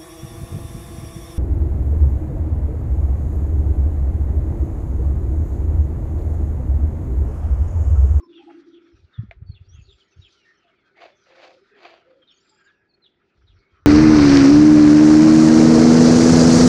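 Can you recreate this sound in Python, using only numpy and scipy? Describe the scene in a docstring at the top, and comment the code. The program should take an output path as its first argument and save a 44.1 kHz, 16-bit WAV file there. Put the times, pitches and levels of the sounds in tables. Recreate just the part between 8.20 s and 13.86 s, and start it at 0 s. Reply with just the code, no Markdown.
"""Birds in a quiet farmyard

Small birds chirp, whistle and twitter in gliding tones, scattered by walls and clutter.
A low hum swells and fades out, wind bumps the microphone, and something hard rings from one knock.
Shoes scuff over gritty ground in a spray of tiny clicks, all over a soft outdoor rustle."""
import sys
import numpy as np
from scipy import signal
from scipy.fft import rfft, irfft, next_fast_len
from scipy.io import wavfile
from scipy.ndimage import uniform_filter1d

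SR = 44100
rng = np.random.default_rng(int(sys.argv[2]) if len(sys.argv) > 2 else 0)


def put_to_file(sound):
    """Save the sound as 16-bit audio at rate SR, in the file named by the first command-line argument."""
    columns = np.atleast_2d(sound).T  # one column per channel
    safe = np.clip(columns, -1, 1)
    whole_steps = np.round(safe * 32767)
    wavfile.write(sys.argv[1], SR, whole_steps.astype(np.int16))


N = 249606
TIME = np.arange(N) / SR


def undb(db):
    """Turn decibels into a number to multiply by."""
    return 10 ** (np.asarray(db) / 20)


def unit(x):
    """Scale a sound to an average strength (rms) of 1."""
    return x / np.sqrt(np.mean(np.abs(x) ** 2) + 1e-30)


def swell(centre, length):
    """A bell-shaped rise and fall, about length seconds wide."""
    return np.exp(-np.minimum(np.pi * ((TIME - centre) / length) ** 2 * .75, 60))


def envelope(start, length, attack_s, release_s):
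    """Rise in a straight line, hold, and die away once length seconds have passed."""
    rise = np.clip((TIME - start) / attack_s, 0, 1)
    return rise * np.exp(-np.clip((TIME - start - length) / release_s, 0, 60))


def colour(x, points):
    """Shape the lows and highs of a sound along (f/Hz, level/dB) points; rms 1."""
    hz, db = np.transpose(points)
    size = next_fast_len(N)
    f = np.maximum(np.fft.rfftfreq(size, 1 / SR), 1)
    gain = undb(np.interp(np.log(f), np.log(hz), db))
    return unit(irfft(rfft(x, size) * gain, size)[:N])


def band(x, low_hz, high_hz, order=2):
    """Keep what lies between two frequencies; rms 1."""
    sos = signal.butter(order, [low_hz, min(high_hz, SR * .45)], "band", fs=SR, output="sos")
    return unit(signal.sosfilt(sos, x))


def resonance(x, hz, width_hz):
    """Make a sound ring around one frequency; rms 1."""
    return unit(signal.lfilter(*signal.iirpeak(hz, hz / width_hz, fs=SR), x))


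def wander(rate_hz):
    """A smooth random wobble (complex numbers) that changes about rate_hz times a second; rms 1."""
    lead = SR // 2
    noise = rng.standard_normal(N + lead) + 1j * rng.standard_normal(N + lead)
    return unit(signal.sosfilt(signal.butter(2, rate_hz, fs=SR, output="sos"), noise)[lead:])


def ring(hz, width_hz):
    """Noise so narrow that it sounds like a wavering tone; rms 1."""
    return unit(np.real(wander(width_hz / 2) * np.exp(2j * np.pi * hz * TIME)))


def yard(x, near_db, far_db):
    """Add a quick scatter off nearby clutter and a thin echo from the walls."""
    t = TIME[:SR // 2]
    fade_s = np.array([[0.056], [0.42]])  # time to fall 60 dB: clutter, walls
    near, far = rng.standard_normal((2, len(t))) * undb(-60 * t / fade_s) * (t > .003)
    echo = undb(near_db) * near / np.linalg.norm(near) + undb(far_db) * far / np.linalg.norm(far)
    return x + signal.fftconvolve(x, echo)[:N]


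def bird(notes, rasp_hz, softness=0.48):
    """Each note is a whistle gliding through three pitches; the rougher it is, the more it flutters."""
    out, flutter = np.zeros(N), wander(rasp_hz)
    for start, length, first, middle, last, db, rough in notes:
        span = slice(max(int(start * SR), 0), min(int((start + length) * SR), N))
        progress = np.clip((TIME[span] - start) / length, 0, 1)
        hz = np.polyval(np.polyfit([0, .5, 1], [first, middle, last], 2), progress)
        rough = np.clip(rough, 0, 1)
        voice = np.sqrt(1 - rough ** 2) + rough * flutter[span]
        effort = np.abs(np.sin(np.pi * progress)) ** softness
        out[span] += undb(db) * effort * np.real(voice * np.exp(2j * np.pi * np.cumsum(hz) / SR))
    return out


def glides(calls, sag=0):
    """Give each call a middle pitch: halfway between its ends, lowered by the share sag."""
    return [(s, length, first, (1 - sag) * (first + last) / 2, last, db, rough)
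            for s, length, first, last, db, rough in calls]


# tone colour of the still air: f/Hz, level/dB
AIR_COLOUR = [(18, -55), (30, -6), (113, -0.5), (280, 0.5), (378, 3), (445, -2.5), (589, -6.5), (797, -10),
              (1010, -11), (1240, -40.5), (1420, -14), (2670, -19.5), (2860, -38.5), (4450, -44.5),
              (7780, -40), (10100, -72.5), (17100, -120)]


def air():
    """Still outdoor air: a faint, steady, mostly low noise."""
    return undb(-71) * colour(rng.standard_normal(N), AIR_COLOUR)


def flock(low_hz, high_hz, fall, spread_db, count, length_s=0.11):
    """Birds too far off to tell apart: a blur of short, rough, falling notes; rms 1."""
    notes = []
    for when, pitch, size, slope, loud in rng.random((count, 5)):
        hz = low_hz + pitch * (high_hz - low_hz)
        pitches = hz * (1 + fall * slope), hz, hz * (1 - fall * slope)
        notes.append((when * (TIME[-1] - .05), length_s * (.5 + size), *pitches, spread_db * loud, .9))
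    return unit(yard(bird(notes, rasp_hz=115), near_db=1.5, far_db=-11))


# rise and fall of the rustle: t/s, body level/dB, hiss level/dB
RUSTLE_LEVELS = [(0.0, -76, -80.5), (0.35, -58.5, -71.5), (0.52, -70.5, -74), (0.69, -68, -73),
                 (0.93, -74.5, -80), (1.07, -74, -82.5), (1.32, -75.5, -88), (1.46, -73.5, -81),
                 (2.18, -69.5, -70), (2.47, -65.5, -80.5), (2.71, -72.5, -79.5), (2.95, -70.5, -79),
                 (3.2, -59, -63.5), (3.34, -70, -71.5), (3.72, -62.5, -81.5), (3.89, -70.5, -82),
                 (4.11, -71, -81.5), (4.24, -66, -70.5), (4.36, -64.5, -77), (4.51, -68.5, -84.5),
                 (4.62, -78, -86.5), (4.93, -76.5, -88), (5.22, -74.5, -80.5), (5.47, -68.5, -80.5),
                 (5.66, -77, -82.5)]
# tone colour of the rustle: f/Hz, level/dB
RUSTLE_COLOUR = [(530, -42), (900, -4.5), (1000, -7.5), (1310, 9.5), (1550, 4), (1800, 0.5), (2450, -2),
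                 (2830, -8.5), (3990, -7), (4870, -12), (6210, -21), (7440, -24.5), (7780, -29),
                 (10100, -19.5), (17100, -120)]


def rustle(flicker_db=5.0, flock_db=-6):
    """A soft flickering rustle and distant bird chatter that rise and fall together."""
    times, body_db, hiss_db = np.transpose(RUSTLE_LEVELS)
    noise = colour(rng.standard_normal(N), RUSTLE_COLOUR)
    body = undb(-2.86 + flicker_db * wander(23).real) * band(noise, 1050, 3600, order=3)
    hiss = undb(-0.8 + flicker_db * wander(12).real) * band(noise, 3220, 7000, order=3)
    body += undb(flock_db) * flock(1900, 3500, fall=.12, spread_db=11, count=150)
    hiss += undb(flock_db) * flock(3500, 5900, fall=0.049, spread_db=4.5, count=260)
    return undb(np.interp(TIME, times, body_db)) * body + undb(np.interp(TIME, times, hiss_db)) * hiss


# swells of the hum: t/s, length/s, level/dB
HUM_SWELLS = [(-0.02, 0.068, -45), (0.074, 0.045, -43), (0.142, 0.066, -43), (0.257, 0.059, -41),
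              (0.337, 0.066, -42), (0.459, 0.046, -43.5), (0.529, 0.058, -44), (0.592, 0.15, -53.5)]


def hum(hz=339):
    """A low tone comes in swells with a wavering lower partner; a faint drone stays on."""
    level = sum(undb(db) * envelope(s, length, attack_s=0.014, release_s=0.0085)
                for s, length, db in HUM_SWELLS)
    tone = np.sin(2 * np.pi * hz * TIME + 0.64 * wander(25).real)
    partner = undb(-8) * ring(295, 38) * uniform_filter1d(level, SR // 8)
    drone = undb(-79.5) * ring(345, 16) + undb(-75.5) * ring(392, 20)
    return level * tone + partner + drone


# gusts of light wind: t/s, length/s, level/dB
GUSTS = [(0.756, 0.073, -52.5), (1.021, 0.068, -44), (1.145, 0.2, -45.5), (1.453, 0.16, -47.5),
         (1.632, 0.1, -54), (1.976, 0.081, -58), (5.145, 0.25, -57), (5.51, 0.21, -62.5)]


def wind_gusts():
    """Each gust is a swell of deep rumbling noise."""
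    level = sum(undb(db) * envelope(s, length, attack_s=0.026, release_s=0.023)
                for s, length, db in GUSTS)
    return level * band(rng.standard_normal(N), 40, 100.7, order=3)


# bumps of wind: t/s, f/Hz, level/dB, fade time/cycles
BUMPS = [(0.745, 69.6, -44, 0.39), (0.845, 78, -43.5, 0.6), (0.992, 110.8, -17.5, 1.9),
         (1.035, 199, -33, 2.1), (1.222, 95, -27.5, 0.56), (1.299, 97, -23.5, 0.88),
         (1.413, 87.6, -34.5, 1), (1.547, 72, -39, 1.2), (1.59, 112, -37.5, 0.74), (1.619, 75, -39.5, 1.2),
         (1.971, 100, -43, 0.79), (1.995, 88.4, -35, 0.77)]


def wind_bumps(rise_cycles=1.11, overtone_cycles=1.2):
    """Swirls of air push the microphone for a cycle or two, with a brief higher tone at each peak."""
    out = np.zeros(N)
    for s, hz, db, cycles in BUMPS:
        fade = np.exp(-np.minimum(np.abs(TIME - s) * hz / cycles, 20))
        push = np.where(TIME < s, swell(s, rise_cycles / hz), fade)
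        phase = 2 * np.pi * hz * (TIME - s)
        overtone = undb(-11) * swell(s, overtone_cycles / hz) * np.sin(1.55 * phase)
        out += undb(db) * (push * np.cos(phase) + overtone)
    return signal.sosfilt(signal.butter(2, 40, "high", fs=SR, output="sos"), out)


# the blow and its small rebound: t/s, level/dB
KNOCKS = [(1.1114, -37.5), (1.1175, -59)]
# ringing tones of the knocked object: f/Hz, level/dB, time to fall 60 dB/s
KNOCK_TONES = [(680, 1.5, 0.044), (1440, -20.5, .025), (1600, -16, 0.0035), (2100, -6.5, 0.062),
               (2300, 8.5, 0.0093), (2660, -27, 0.029)]


def knock(crack_fade_s=0.01, echo_fade_s=0.12):
    """A hard tap: short ringing tones, a crack at contact and a brief rattle of echoes."""
    out = np.zeros(N)
    noise = band(rng.standard_normal(N), 1400, 2100, order=1)
    t = TIME[:SR // 5]
    tones = sum(undb(db - 60 * t / fade_s) * np.sin(2 * np.pi * hz * t) for hz, db, fade_s in KNOCK_TONES)
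    burst = undb(-5 - 60 * t / crack_fade_s) + undb(-16 - 60 * t / echo_fade_s)
    for s, db in KNOCKS:
        span = slice(int(s * SR), int(s * SR) + len(t))
        out[span] += undb(db) * (tones + burst * noise[span])
    # the contact lasts a moment, which dulls the treble; a small object gives off no bass
    return signal.sosfilt(signal.butter(4, [450, 4600], "band", fs=SR, output="sos"), out)


# tone colour of the grit: f/Hz, level/dB
GRIT_COLOUR = [(180, -47.5), (300, -29), (344, 18.5), (439, -20), (497, 7.5), (546, -1.5), (618, 3.5),
               (698, 2), (892, -6), (995, -9.5), (2510, -10), (2690, -12), (4100, -14.5), (4700, -8),
               (7780, -38.5), (10100, -72), (17100, -120)]
# where sole and ground ring: f/Hz, width/Hz, level/dB
SOLE_RINGS = [(1110, 43, -22.5), (2304, 69, -23), (2594, 180, -23), (4160, 41, -34.5)]


def gritty_ground(click_chance=.12):
    """Dense, uneven clicks under a sole; returns the bare grains and a ringing, sandy mix."""
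    sizes = undb(np.minimum(rng.exponential(size=N), 4))
    clicks = rng.standard_normal(N) * sizes * (rng.random(N) < click_chance)
    grains = colour(clicks, GRIT_COLOUR)
    crisp = undb(-43) * band(clicks, 7100, SR * .45)  # the finest sand
    sole = sum(undb(db) * resonance(band(clicks, 570, 4500), hz, width) for hz, width, db in SOLE_RINGS)
    return grains, undb(-2) * band(grains, 660, 4660) + sole + crisp


# hollow rings under the shoe: t/s, length/s, f/Hz, level/dB
HOLLOWS = [(2.777, .1, 680, -48), (2.864, 0.061, 592, -56.5), (3.076, 0.3, 528, -54.5),
           (3.216, 0.088, 738, -55), (3.383, 0.042, 384, -59), (3.506, 0.086, 410.2, -56.5),
           (3.613, 0.13, 681.4, -54), (3.741, 0.093, 689, -65), (3.844, .16, 516, -56.5)]


def hollow_rings():
    """The dragging shoe rings hollowly at two pitches, the lower one softer."""
    return sum(undb(db - 2) * envelope(s, length, attack_s=0.028, release_s=0.017)
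               * (ring(hz, 55) + undb(-9) * ring(hz * .64, 80)) for s, length, hz, db in HOLLOWS)


# heel and toe catching: t/s, length/s, thud f/Hz, level/dB
CATCHES = [(2.778, 0.0056, 696, -57), (2.82, 0.014, 690, -54.5), (2.821, 0.013, 1100, -49),
           (2.86, 0.0076, 580, -45), (3.072, 0.006, 540, -56), (3.119, 0.019, 538, -52),
           (3.235, 0.0082, 607, -43.5), (3.653, 0.0081, 725, -39.5), (3.666, 0.015, 780, -49)]


def shoe_catches(scrape):
    """Heel or toe catches on the ground: a short thud with a burst of scraping."""
    out = np.zeros(N)
    for s, length, hz, db in CATCHES:
        thud = np.cos(2 * np.pi * hz * (TIME - s))
        out += undb(db) * swell(s, length) * (undb(-8) * scrape + undb(-1) * thud)
    return out


# steps: touch t/s, full weight t/s, lift t/s, level/dB, relative level of fine grit/dB
STEPS = [(2.755, 2.838, 2.88, -47.5, -16), (3.059, 3.259, 3.31, -48, -14), (3.545, 3.646, 3.755, -47, -17),
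         (3.805, 3.93, 3.92, -63.5, -18)]


def scuffs(rise_db=16, fall_db=5, crush_db=2.5, crush_s=0.034):
    """Soles drag over sand, loudest as the full weight comes down and crushes it."""
    grains, sand = gritty_ground()
    fine_grit = band(grains, 5230, 7700)
    steps = np.zeros(N)
    for touch, weight, lift, db, grit_db in STEPS:
        pressure_db = db - np.interp(TIME, [touch, weight, lift], [rise_db, 0, fall_db])
        pressure_db += crush_db * swell(weight, crush_s)
        contact = envelope(touch, lift - touch, attack_s=.007, release_s=0.033)
        steps += undb(pressure_db) * contact * (sand + undb(grit_db) * fine_grit)
    hollow = hollow_rings()
    crunch = undb(2 * wander(78).real)  # the grit gives way unevenly
    return crunch * steps + hollow + shoe_catches(grains + sand)


# hoarse calls: t/s, length/s, first f/Hz, last f/Hz, level/dB, roughness (0 pure, 1 all rasp)
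HOARSE_CALLS = [(0.89, 0.17, 1478, 1330, -62, 0.83), (0.92, .12, 1830, 1790, -62.5, 0.89),
                (2.11, 0.07, 1327, 1416, -65.5, 0.5), (2.245, 0.098, 1837, 1833, -58, 0.65),
                (2.54, .1, 2530, 1940, -71, 0.33), (2.63, 0.096, 1570, 1470, -62.5, 0.63),
                (2.75, .1, 1950, 2390, -54.5, 1), (3.01, 0.069, 1430, 1455, -66.5, 0.64),
                (3.47, 0.16, 1682, 1790, -61, 1), (4.37, 0.076, 1678, 1567, -62, 0.45),
                (4.45, 0.061, 1570, 1719, -54, 0.46), (4.59, 0.069, 1650, 1700, -65.5, 0.5),
                (5.52, 0.23, 1280, 1423, -65, 0.95)]


def hoarse_calls():
    """Distant birds rasp, with plenty of echo from the walls."""
    return yard(bird(glides(HOARSE_CALLS), rasp_hz=175), near_db=-4.5, far_db=-4.5)


# clearer, lower calls: t/s, length/s, first f/Hz, last f/Hz, level/dB, roughness
LOW_CALLS = [(-0.01, 0.018, 1060, 1070, -50, 0.37), (0.028, 0.033, 1058, 967, -53, 0.4),
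             (0.19, 0.056, 796, 805, -56, 0.62), (0.27, 0.045, 789, 843, -49, 0.7),
             (0.28, .04, 734, 640, -51.5, 0.1), (1.675, 0.044, 379, 407, -60.5, 0.2),
             (2.44, 0.072, 712, 650, -58.5, 0.2), (4.31, 0.052, 872, 865, -65.5, 0.2)]


def low_calls():
    """Short low notes carry from deeper in the yard."""
    return yard(bird(glides(LOW_CALLS), rasp_hz=68), near_db=-3.5, far_db=-11.5)


def phrase(arch, count, sounding_share=.7, roughness=0.1):
    """A run of quick scooped notes along an arch of pitch, each a little off in time, pitch and level."""
    s, hz, db = np.transpose(arch)
    beat = (s[-1] - s[0]) / count
    scoop = 0.017 * np.array([.5, -.5, .5])  # start, middle and end of a note
    notes = []
    for k, (late, off, slide, loud) in enumerate(np.clip(rng.standard_normal((count, 4)), -1.5, 1.5)):
        times = s[0] + beat * (k + 0.19 * late + sounding_share * np.array([0, .5, 1]))
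        bend = 1 + .028 * off + .025 * slide * np.array([-1, 0, 1]) + scoop
        pitches = np.interp(times, s, hz) * bend
        level_db = np.interp(times[1], s, db) + 3 * loud
        notes.append((times[0], beat * sounding_share, *pitches, level_db, roughness))
    return notes


# two twittering phrases, each a list of points on an arch: t/s, f/Hz, level/dB
ARCHES = [
    [(1.58, 6800, -72), (1.66, 6850, -79), (1.74, 7430, -72), (1.86, 6800, -83), (1.93, 6350, -68.5),
     (2.0, 6600, -80), (2.07, 7220, -73), (2.13, 6070, -94), (2.22, 5730, -71)],
    [(4.115, 6600, -75), (4.16, 6350, -64.5), (4.2, 6880, -72.5), (4.3, 7420, -66.5), (4.38, 7350, -73.5),
     (4.45, 7220, -70), (4.5, 6550, -85)],
]


def twitter(buzz_ratio=2 / 3, buzz_above_hz=6450):
    """Two fast runs of notes; a rough second voice buzzes below the highest ones."""
    song = phrase(ARCHES[0], count=22) + phrase(ARCHES[1], count=18)
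    under = [(s, length, first * buzz_ratio, middle * buzz_ratio, last * buzz_ratio, db - 1, 1)
             for s, length, first, middle, last, db, _ in song if middle > buzz_above_hz]
    clear = yard(bird(song, rasp_hz=260), near_db=-4.5, far_db=-21)
    buzz = yard(bird(under, rasp_hz=146), near_db=-3.5, far_db=-3)
    return clear + buzz


# thin whistles: t/s, length/s, first f/Hz, last f/Hz, level/dB
WHISTLES = [(0.019, 0.052, 5390, 5294, -63.5), (0.192, 0.15, 7500, 8750, -90.5),
            (0.358, 0.052, 8350, 8700, -91), (1.26, 0.077, 4520, 4380, -62),
            (1.312, 0.019, 4370, 4140, -55), (1.333, 0.02, 4440, 4170, -62.5),
            (1.433, 0.048, 4230, 4880, -71.5), (1.485, 0.039, 5630, 5840, -57.5),
            (1.516, 0.06, 5800, 6770, -62), (1.61, 0.045, 6300, 6780, -65), (1.91, 0.012, 5770, 5900, -68),
            (2.12, 0.017, 6050, 6060, -63.5), (2.371, 0.024, 6170, 5750, -70.5),
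            (4.1, 0.032, 5230, 5580, -64.5), (4.205, .016, 5500, 5450, -66.5),
            (4.686, 0.043, 4650, 4080, -66.5), (4.734, 0.022, 4357, 4290, -61),
            (4.818, 0.038, 4180, 3980, -58.5)]


def whistles(roughness=0.12):
    """Birds close by slide through high, almost pure notes."""
    notes = glides([(*row, roughness) for row in WHISTLES])
    return yard(bird(notes, rasp_hz=255, softness=0.78), near_db=-7.5, far_db=-16.5)


# chirps: t/s, length/s, first f/Hz, last f/Hz, level/dB, roughness, relative level of lower voice/dB
CHIRPS = [(0.083, 0.098, 3663, 3170, -65.5, 0.55, 5), (0.148, 0.063, 3635, 3043, -51.5, 0.47, -4.5),
          (0.517, 0.072, 3610, 3096, -60, 0.94, -8), (0.929, 0.061, 3766, 3304, -59.5, 0.44, -15),
          (1.344, 0.033, 3590, 3350, -55, 0.5, -1), (1.51, 0.095, 3440, 3200, -62, 0.64, 1),
          (1.63, 0.068, 4580, 4200, -67, 0.9, -8), (1.679, .06, 4040, 3170, -57, .66, -12),
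          (1.8, 0.027, 3490, 2950, -56, 0.32, -18), (1.921, 0.022, 2780, 2500, -63.5, 0, -19),
          (2.015, 0.021, 3900, 3750, -56, 0.24, -11), (2.037, 0.039, 3500, 3040, -50, 0.63, -8.5),
          (2.149, 0.11, 3164, 2700, -66, 0.33, -4), (2.473, 0.036, 3470, 2800, -68.5, 1.1, -16),
          (4.018, 0.032, 3330, 3110, -57, 0.22, -24), (4.072, 0.035, 3810, 3520, -56, 0.5, -15),
          (4.102, 0.031, 3410, 3046, -54, 0.6, -14), (4.473, .04, 3900, 3210, -66, .7, -16),
          (4.836, 0.038, 4065, 3307, -57, 0.7, -13.5), (5.267, 0.059, 4050, 3186, -63, 1.1, -9),
          (2.949, .14, 6140, 5810, -72.5, 1, -2), (5.328, 0.088, 5610, 5520, -77.5, 1.1, 4.5)]


def chirps(lower_ratio=.81, lag_share=0.41, length_share=0.87, flutter_db=3.0):
    """Falling chirps close by, each with a lower second voice that starts a little late."""
    upper = [row[:6] for row in CHIRPS]
    lower = [(s + lag_share * length, length_share * length,
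              first * lower_ratio, last * lower_ratio, db + lower_db, rough)
             for s, length, first, last, db, rough, lower_db in CHIRPS]
    flutter = undb(flutter_db * wander(65).real)  # each chirp flutters unevenly in loudness
    voices = bird(glides(upper + lower, sag=.015), rasp_hz=248, softness=0.31)
    return yard(flutter * voices, near_db=-6.5, far_db=-8.5)


def scene():
    """Everything in the yard, heard at one microphone."""
    birds = chirps() + whistles() + twitter() + low_calls() + hoarse_calls()
    return (birds + hum() + wind_bumps() + wind_gusts() + knock() + scuffs() + rustle() + air())[None]


def record(dry):
    """Cut away the highest treble, above 15500 Hz."""
    return signal.sosfilt(signal.ellip(8, .2, 70, 15500, fs=SR, output="sos"), dry)


dry = scene()
out = record(dry)
put_to_file(out)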